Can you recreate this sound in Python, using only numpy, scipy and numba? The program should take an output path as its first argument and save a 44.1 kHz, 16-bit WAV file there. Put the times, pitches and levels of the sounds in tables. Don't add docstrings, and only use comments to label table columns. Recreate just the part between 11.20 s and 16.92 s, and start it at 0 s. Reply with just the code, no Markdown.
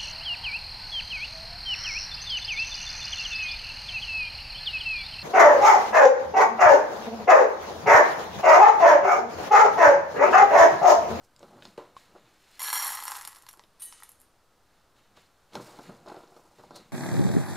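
import sys
import numpy as np
from scipy import signal
from scipy.fft import rfft, irfft
from scipy.io import wavfile
from numba import njit

SR = 44100
rng = np.random.default_rng(int(sys.argv[2]) if len(sys.argv) > 2 else 0)


def dump(signal):
    limited = np.clip(np.atleast_2d(signal).T, -1, 1)
    pcm = np.round(limited * 32767).astype(np.int16)
    wavfile.write(sys.argv[1], SR, pcm)


def elevation(decibels):
    levels = np.asarray(decibels, float)
    return 10 ** (levels / 20)


N = 252252
TIME = np.arange(N) / SR


def unit(x):
    return x / np.sqrt(np.mean(x ** 2))


def noise():
    return rng.standard_normal(N)


def colour(x, points):
    hz, db = np.transpose(points)
    bins = np.maximum(np.arange(len(x) // 2 + 1) * SR / len(x), 1)
    gain = elevation(np.interp(np.log(bins), np.log(hz), db))
    return irfft(rfft(x) * gain, len(x))


def band(x, lo_hz, hi_hz):
    return signal.sosfilt(signal.butter(3, [lo_hz, hi_hz], "bandpass", fs=SR, output="sos"), x)


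def decay(t, t60):
    return np.exp(-np.log(1000) * t / t60)


def ring(s, size, hz, t60):
    at, out = (np.asarray(s) * SR).astype(int), np.zeros(N)
    first, last = at.min(), min(at.max() + int(t60 * SR), N)
    r, w = decay(1 / SR, t60), 2 * np.pi * hz / SR
    blows = np.bincount(at - first, size, last - first)[:last - first]
    out[first:last] = signal.lfilter([0, np.sin(w)], [1, -2 * r * np.cos(w), r * r], blows)
    return out


@njit
def grains(s, size, hz, t60):
    out = np.zeros(N)
    for k in range(len(s)):
        turn = np.exp(complex(-np.log(1000) / (t60[k] * SR), 2 * np.pi * hz[k] / SR))
        z, start = size[k] + 0j, int(s[k] * SR)
        for j in range(start, min(start + int(t60[k] * SR), N)):
            out[j] += z.imag
            z *= turn
    return out


def cluster(s, db, hz, t60, spread, count):
    u = rng.standard_normal((len(s), count, 3))
    fan = np.linspace(-1, 1, count) + 0.094 * u[..., 0]
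    pitch = hz[:, None] * np.exp(np.abs(spread)[:, None] * fan)
    pitch = np.clip(pitch, 60, 0.36 * SR)
    start = s[:, None] + 0.014 * t60[:, None] * np.abs(u[..., 1])
    polarity = np.sign(u[:, :1, 2])
    size = elevation(db[:, None] - 21.3 * fan ** 2) * polarity * 0.79 / np.sqrt(count)
    return grains(start.ravel(), size.ravel(), pitch.ravel(), np.repeat(t60, count))


def crackle(rate, scatter_db, smear_s):
    hits = (rng.random(N) < rate / SR) * elevation(scatter_db * rng.exponential(size=N))
    envelope = signal.lfilter([1], [1, -np.exp(-1 / (smear_s * SR))], hits)
    return unit(envelope * noise())


def tail(s, size, points, t60):
    t = TIME[:SR // 5]
    out = 0
    for zone in range(4):
        fading = unit(colour(rng.standard_normal(len(t)), points)) * decay(t, t60)
        blows = np.bincount((s[zone::4] * SR).astype(int), size[zone::4], N)
        out = out + signal.oaconvolve(blows, fading)[:N]
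    return out


def swells(table):
    s, db, rise, fall, other_db = np.transpose(table)[..., None]
    t = TIME[::SR // 1000]
    shape = db - 20 * np.maximum((s - t) / abs(rise), (t - s) / abs(fall))
    layers = (shape, shape + other_db)
    return np.array([np.interp(TIME, t, np.linalg.norm(elevation(x), axis=0)) for x in layers])


# (frequency [Hz], level [dB per Hz])
ROOM_TONE = [(26, 0.5), (45, -3.5), (65, -1.5), (228, -7.5), (880, -7), (1130, -8.5), (1240, -6.5),
             (2190, -18.5), (4140, -18), (14900, -28.5), (16000, -31)]


def room_tone():
    return elevation(-66) * unit(colour(noise(), ROOM_TONE))


def rumble():
    points = [(15, -16.0), (40, -30.5), (120, -25.0), (1000, -40.0), (15000, -37.0)]
    return elevation(-78.0) * unit(colour(noise(), points))


# (time [s], peak [dB], frequency [Hz], t60 [s])
KNOCK = (.7665, -34, 1085, .035)


def knock():
    s, db, hz, t60 = KNOCK
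    return ring([s], [elevation(db)], hz, t60)


# (peak time [s], wall level [dB], rise [s], fall [s], boom minus wall [dB])
FLAPS = [(.005, -58.5, 0.0092, 0.094, -7.5), (.23, -60.5, 0.053, 0.47, 0), (.39, -53.5, 0.23, 0.043, -2.5),
         (.47, -60.5, .05, 0.097, 4), (.595, -47.5, 0.015, 0.13, -24), (.75, -67.5, .2, 0.69, -12),
         (.97, -63.5, 0.18, 0.31, -1.5), (3.76, -72.5, .05, .5, -7), (3.97, -73, 0.093, 0.11, 6),
         (4.327, -54, 0.011, 0.093, -10), (4.37, -51, 0.036, 0.15, 6.5), (4.5, -53.5, 0.23, 1, -18),
         (4.7, -64, 0.093, 0.096, 14), (4.8, -79.5, .25, 0.32, 18), (4.875, -49.5, 0.02, 0.35, -34),
         (5.05, -77, 0.12, 0.99, 1), (5.39, -68.5, .03, 0.44, 7), (5.58, -49.5, 0.11, 0.042, -12),
         (5.61, -60, 0.055, 0.13, 3)]
# (frequency [Hz], level [dB per Hz])
WALL_COLOUR = [(120, -12.5), (200, -10.5), (330, -2.5), (737, -1), (957, -5), (1270, -8.5), (1460, -10),
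               (2200, -35.5), (2860, -47), (4840, -120)]


def flaps():
    wall_gain, boom_gain = swells(FLAPS)
    wall = unit(colour(crackle(370, scatter_db=1.9, smear_s=0.044), WALL_COLOUR))
    boom = unit(band(noise(), 95, 253))
    return wall_gain * wall + boom_gain * boom


# (peak time [s], film level [dB], rise [s], fall [s], sizzle minus film [dB])
RUSTLES = [(.046, -79, 0.071, 0.025, 10.5), (.212, -68.5, 0.053, 1, -3.5), (.45, -60.5, 0.098, 0.14, -3.5),
           (.58, -56, 0.0048, 0.07, -13), (.62, -65, .03, 0.17, -10), (.775, -61, 0.027, 0.25, -4.5),
           (.976, -66, 0.048, 0.42, -28), (1.385, -61.5, 0.41, 0.0073, -1.5), (3.55, -74, 0.21, .25, -8.5),
           (3.766, -69.5, 0.022, 0.3, -7), (3.97, -60.5, 0.032, 0.14, -6), (4.15, -80.5, 0.32, .3, -7),
           (4.356, -51.5, 0.037, 0.043, -3.5), (4.42, -57.5, 0.081, 0.31, 1.5), (4.66, -60, 0.39, 0.24, -4),
           (4.88, -59.5, 0.016, 0.32, -5.5), (5.2, -78.5, 1, 1, 7.5), (5.39, -66, 0.091, 0.39, -5),
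           (5.562, -57, 0.017, 0.023, 8), (5.6, -61.5, 0.081, 0.18, -7.5)]
# (frequency [Hz], level [dB per Hz])
FILM_COLOUR = [(1120, -11), (1900, -1), (2020, -3), (3280, -6.5), (4150, -3), (5600, -21.5), (7280, -10.5),
               (12300, -120)]


def rustles():
    film_gain, sizzle_gain = swells(RUSTLES)
    film = unit(colour(crackle(1900, scatter_db=-1.5, smear_s=0.0052), FILM_COLOUR))
    fine = crackle(1400, scatter_db=1.5, smear_s=0.003)
    sizzle = unit(colour(fine, [(3600, -19.0), (4700, -3.5), (8000, -7.5), (15500, -17.5)]))
    return film_gain * film + sizzle_gain * sizzle


# (peak time [s], level [dB], rise [s], fall [s], unused level [dB])
SCRAPE = [
    (5.535, -66, .03, .05, 0),
    (5.566, -52, 0.04, 0.046, 0),
    (5.6, -72, .03, .1, 0),
]


def scrape():
    return swells(SCRAPE)[0] * unit(band(crackle(2800, scatter_db=-1.0, smear_s=0.002), 3500, 4700))


# (time [s], peak [dB], frequency [Hz], pitch spread [0-1])
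THUDS = [(.206, -43.5, 600, 0.1), (0.229, -35, 557, 0), (.422, -40.5, 1423, 0.4), (.452, -38.5, 546, 0.5),
         (0.579, -26.5, 474, 0.24), (.951, -42, 740, 0.15), (0.959, -42, 530, 0), (2.373, -52, 346, 0),
         (2.393, -50, 433, .6), (2.437, -52, 350, .02), (3.972, -44, 1210, 0.37), (4.344, -39, 520, 0.4),
         (4.353, -22.5, 710, 0.45), (4.366, -26, 227, 0.57), (4.399, -31, 415, 0.45), (4.59, -35.5, 280, 0),
         (4.588, -34.5, 730, 0.13), (4.692, -31.5, 215, 0.25), (4.86, -37, 600, 0.2),
         (4.875, -31.5, 644, 0.42), (4.899, -33, 885, 0.23), (4.968, -33.5, 756, 0.27),
         (5.005, -40.5, 818, 0.27), (5.035, -40.5, 610, 0.55), (5.195, -45, 505, 0.4),
         (5.22, -54, 600, .15), (5.313, -51, 703, 0), (5.332, -51.5, 880, 0.04), (5.409, -54, 790, .3),
         (5.444, -54, 700, 0.2), (5.567, -41, 416, 0.2), (5.579, -49, 390, 0.4), (5.594, -47, 400, .4),
         (5.611, -48, 259, 0.4), (4.889, -39, 790, 0.3), (4.917, -29.5, 720, 0.13),
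         (4.944, -31.5, 700, 0.12), (5.120, -44, 720, 0), (5.165, -39, 650, 0.38), (5.249, -47, 760, 0.08),
         (5.386, -42, 425, 0.3), (5.395, -37.5, 710, 0.36), (5.4372, -38.5, 800, 0.25),
         (5.508, -35, 770, 0.41), (5.515, -40, 255, 0.42)]


def thuds():
    s, db, hz, spread = np.transpose(THUDS)
    thump = cluster(s, db, hz, np.full(len(s), 0.0403), spread, count=5)
    return thump + elevation(-10.0) * tail(s, elevation(db), WALL_COLOUR, 0.083)


# (time [s], peak [dB], frequency [Hz])
TICKS = [(0.163, -39, 5670), (0.193, -39, 6860), (.2064, -63, 4210), (0.2299, -39.5, 4200),
         (0.4237, -32.5, 3200), (0.4531, -28, 4310), (0.473, -41, 5300), (0.5772, -34, 3160),
         (0.7668, -38, 3760), (1.0864, -62, 4100), (2.4378, -40.5, 3930), (3.9635, -50, 4240),
         (3.971, -47, 4150), (4.323, -50, 3560), (4.334, -33, 3850), (4.354, -22.5, 4270),
         (4.5884, -39, 4000), (4.8623, -44.5, 4330), (4.885, -37, 4400), (4.964, -43, 4450),
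         (5.1646, -43.5, 4700), (5.385, -46, 4300), (5.3916, -62, 3820), (5.437, -45, 3960),
         (5.5087, -43, 5240), (5.565, -37, 4340), (4.868, -40, 4280), (4.9, -43, 4040), (5.036, -47, 3500),
         (5.076, -46.5, 4300)]


def ticks():
    s, db, hz = np.transpose(TICKS)
    snap = cluster(s, db, hz, np.full(len(s), 0.009), np.full(len(s), 0.66), count=7)
    return snap + elevation(-40.0) * tail(s, elevation(db), FILM_COLOUR, 0.029)


def bag():
    return flaps() + rustles() + scrape() + thuds() + ticks()


# (peak time [s], bright level [dB], rise [s], fall [s], skin minus bright [dB])
BRUSH = [
    (2.598, -45.5, 0.002, 0.17, -9),
    (2.621, -36.5, .008, 0.089, -16),
    (2.79, -65.5, 0.32, 0.28, 9),
    (2.832, -56.5, .012, 0.091, -2),
    (2.893, -64, .03, 0.16, -6),
    (3.008, -64, 0.034, 0.11, -6),
]
# (frequency [Hz], level [dB per Hz])
BRUSH_COLOUR = [(4820, -38), (8200, -8), (9070, 0), (10800, -9), (12700, -12), (14200, -24), (15500, -25)]


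def brush():
    top, skin = swells(BRUSH)
    grate = unit(colour(crackle(1900, scatter_db=1.7, smear_s=0.0026), BRUSH_COLOUR))
    bright = band(grate, 8700, 10200)
    bright = bright + (top / elevation(-37)) ** 0.15 * band(grate, 10150, 13000)
    bright = bright + (top / elevation(-38.0)) ** 0.35 * band(grate, 14000, 18000)
    return top * bright + elevation(-6.0) * skin * unit(band(noise(), 1070, 6100))


# (time [s], level [dB])
RIM_HITS = [
    (2.621, -44),
    (2.7245, -55.5),
    (2.833, -69),
]
# (frequency [Hz], level [dB], t60 [s])
RIM = [(1890, -12, .45), (2977, -9, .55), (3924, -3, .2), (4457, -14, .25), (4640, -14, .3),
       (5350, -20, .3), (5916, -15, .4), (6320, -11, .7), (6600, -17, .9), (6745, -16, 1.15),
       (7214, -13, .8), (7730, -14, .8), (8258, -13, .75), (8403, -14, .6), (8753, -7, .5), (9114, 0, .15),
       (9302, -6, .4), (9787, -4, .26), (10030, -9, .35), (10450, -9, .3)]


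def rim():
    hits, hit_db = np.transpose(RIM_HITS)
    song = 0
    for hz, db, t60 in RIM:
        song = song + ring(hits, elevation(hit_db + db - 4), hz, t60)
        song = song + ring(hits + 0.003, elevation(hit_db + db - 6), hz + 14, t60)
    return song


def bare(s):
    return np.clip(1 - (s - 1.55) / 0.45, 0.15, 1)


# (frequency [Hz], width [Hz], level [dB])
STEEL = [(1680, 85, -7), (2066, 34, -3), (2310, 46, -12), (3230, 190, -10), (3990, 82, -12),
         (4315, 115, -8), (4510, 36, -12), (5320, 36, -16), (5615, 44, 1), (5970, 48, -12), (6810, 66, -11),
         (7210, 41, -6), (7460, 34, -10), (8940, 48, -5), (9410, 120, -5), (9920, 26, -9), (10100, 52, -4),
         (10500, 62, -9), (11300, 94, 0), (12300, 190, -10), (12800, 120, -11), (13200, 120, -11),
         (13600, 130, -10), (13900, 36, -11), (14200, 94, -13)]


def steel(s, middle, top, damping, even=0):
    place = even + np.sqrt(1 - even ** 2) * rng.standard_normal((len(s), len(STEEL), 2))
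    out = 0
    for k, (hz, width, db) in enumerate(STEEL):
        drive = elevation(0.5) * top if hz > 8000 else middle
        size = drive * elevation(db) * width / 8
        for j in range(2):
            split_hz = hz + (j - 0.5) * width * 0.33
            out = out + ring(s, size * place[:, k, j], split_hz, 1.74 / (width * damping))
    return out


# (frequency [Hz], level [dB per Hz])
SHIMMER = [(4410, -43.5), (7500, 2), (8070, -13), (8970, 4.5), (9450, -9.5), (11100, 5.5), (11700, 0.5),
           (15500, -15.5)]


def shimmer(s, size, t60):
    return tail(s, size, SHIMMER, t60)


# (frequency [Hz], width [Hz], level [dB])
HOLLOW = [(864, 280, -2.5), (920, 490, -1), (1090, 230, -2.5), (1314, 160, -7), (1924, 260, -0.5)]


def hollow(s, size, even=0):
    place = even + np.sqrt(1 - even ** 2) * rng.standard_normal((len(s), len(HOLLOW)))
    lift_db = 2.5 * (1 - bare(s))
    tones = 0
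    for k, (hz, width, db) in enumerate(HOLLOW):
        gain = elevation(db + lift_db * np.log2(hz / 1100)) * np.sqrt(width)
        tones = tones + ring(s, size * place[:, k] * gain, hz, 3.48 / width)
    return band(tones, 826, 1765)


# (time [s], bright crack [dB], dull crack [dB], hollow [dB])
PELLETS = [(1.3944, -31, -32.5, -48), (1.4033, -30.5, -25.5, -35), (1.4177, -27, -24.5, -33),
           (1.4285, -22.5, -45, -50), (1.436, -35, -27, -41), (1.444, -27, -27, -40),
           (1.455, -38, -26, -45), (1.4776, -34, -22, -38), (1.4845, -36, -23.5, -33),
           (1.5016, -26, -23, -32), (1.529, -19.5, -18.5, -21.5), (1.5389, -21, -38, -41),
           (1.556, -23.5, -29, -29), (1.565, -25.5, -25.5, -29), (1.6225, -26, -42, -47),
           (1.6265, -31, -21, -47), (1.6457, -23, -46, -42), (1.668, -24, -38, -24), (1.678, -21, -27, -38),
           (1.703, -26, -42, -32), (1.7211, -26.5, -41, -35), (1.751, -22, -40, -35),
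           (1.772, -39, -25.5, -31), (1.789, -42, -36, -27), (1.802, -30.5, -28, -39),
           (1.824, -36, -30.5, -37), (1.837, -27, -50, -53), (1.8533, -24.5, -37, -26.5),
           (1.869, -38, -27, -38), (1.8797, -22, -20.5, -28), (1.902, -36, -43, -29),
           (1.910, -27, -37, -37), (1.9185, -29, -21, -26), (1.9535, -38, -27, -38),
           (1.967, -28.5, -39, -35), (2.012, -37, -29, -46), (2.021, -34, -46, -62),
           (2.0508, -27, -23.5, -42), (2.075, -25, -24.5, -34.5), (2.119, -41, -50, -67),
           (2.130, -48, -38, -47), (2.149, -40, -39, -50), (2.1605, -42, -34.5, -67),
           (2.1673, -43, -41, -41.5), (2.1854, -45, -41, -68), (2.2227, -41.5, -37, -68),
           (2.2345, -61, -45, -54)]
# (time [s], bright crack [dB], dull crack [dB], hollow [dB])
CRUMBS = [(2.2659, -46, -32.5, -42), (2.2888, -34, -28, -47.5), (2.2863, -47, -34, -51),
          (2.292, -35, -41, -55), (2.3115, -41, -38, -64), (2.33, -38, -48, -67), (2.3372, -53, -39, -42.5),
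          (2.373, -50, -48, -58), (2.3945, -62, -34.5, -40.5), (2.438, -58, -50, -69),
          (2.6198, -29, -55, -50), (2.725, -41, -29.5, -43), (2.802, -44, -48, -45),
          (2.8233, -52, -45, -37), (2.8341, -30.5, -33.5, -47), (2.892, -34.5, -58, -57),
          (2.9176, -39, -53, -57), (3.001, -44, -68, -77), (3.010, -44, -70, -65), (3.0162, -43, -82, -63)]


def pellets():
    s, top_db, middle_db, hollow_db = np.transpose(PELLETS + CRUMBS)
    ring_db = np.where(s < CRUMBS[0][0], -2.5, -5)
    one = np.ones(len(s))
    bright = cluster(s, top_db + 1, 11000 * one, 0.007 * one, 0.26 * one, count=7)
    dull = cluster(s, middle_db, 5400 - 600 * bare(s), 0.0041 * one, 0.52 + 0.28 * bare(s), count=9)
    middle, top = elevation(middle_db + ring_db), elevation(top_db + ring_db)
    after = elevation(-31.5) * steel(s, bare(s) * middle, bare(s) * top, 0.44, 0.65)
    after = after + elevation(-4.5) * shimmer(s, top, 0.018)
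    return bright + dull + after + elevation(-26.5) * hollow(s, elevation(hollow_db), 0.81)


# (time [s], top ring level [dB])
POUR = [
    (1.385, -54),
    (1.4, -39),
    (1.44, -33),
    (1.522, -34),
    (1.535, -26.5),
    (1.688, -29.5),
    (1.8, -40),
    (1.968, -39.5),
    (2.03, -46.5),
    (2.48, -74),
]


def pour():
    pellets_per_s = 900
    u = rng.random((2200, 4))
    t, flow_db = np.transpose(POUR)
    length = t[-1] - t[0]
    s = t[0] + length * u[:, 0]
    middle_db = 5 + (1.5 - 5) * bare(s)
    hollow_db = 4 + (-2 - 4) * bare(s)
    falls = u[:, 1] < pellets_per_s * length / len(s)
    size = falls * elevation(np.interp(s, t, flow_db) - 1.63 * np.log(u[:, 2])) / np.sqrt(pellets_per_s)
    middle = size * elevation(middle_db)
    clicks = grains(s, middle * np.sqrt(1.1 - bare(s)), 2300 * 3.85 ** u[:, 3], 0.00091 + 0 * s)
    out = elevation(-9.5) * steel(s, middle * bare(s), size * bare(s), 0.69) + elevation(30.0) * clicks
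    return out + elevation(16.0) * shimmer(s, size, 0.024) + elevation(-5.5) * hollow(s, size * elevation(hollow_db))


def scene():
    bowl = pour() + pellets() + rim() + brush()
    near = band(bowl, 537, 17300) + band(bag(), 125, 17480)
    t = TIME[:SR // 4]
    echoes = rng.standard_normal((2, len(t))) * decay(t, np.array([[0.2], [0.02]]))
    wet, apart = (signal.fftconvolve(near, echo / np.linalg.norm(echo))[:N] for echo in echoes)
    mid = near + elevation(-6.5) * wet + room_tone() + knock()
    apart = colour(apart, [(20, -11), (300, -20.5), (600, -4.5), (1300, -4.5), (3000, -1), (8000, 2), (15000, 8.5)])
    side = elevation(-33.5) * apart + rumble()
    return np.array([mid + side, mid - side])


def band_limit(x):
    return signal.sosfilt(signal.butter(12, 16490, fs=SR, output="sos"), x)


def record(dry):
    low_pass = signal.ellip(7, 0.2, 30, 15550, fs=SR, output="sos")
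    mix = signal.sosfilt(low_pass, dry) - 0.0003
    return band_limit(mix)


dry = scene()
out = record(dry)
dump(out)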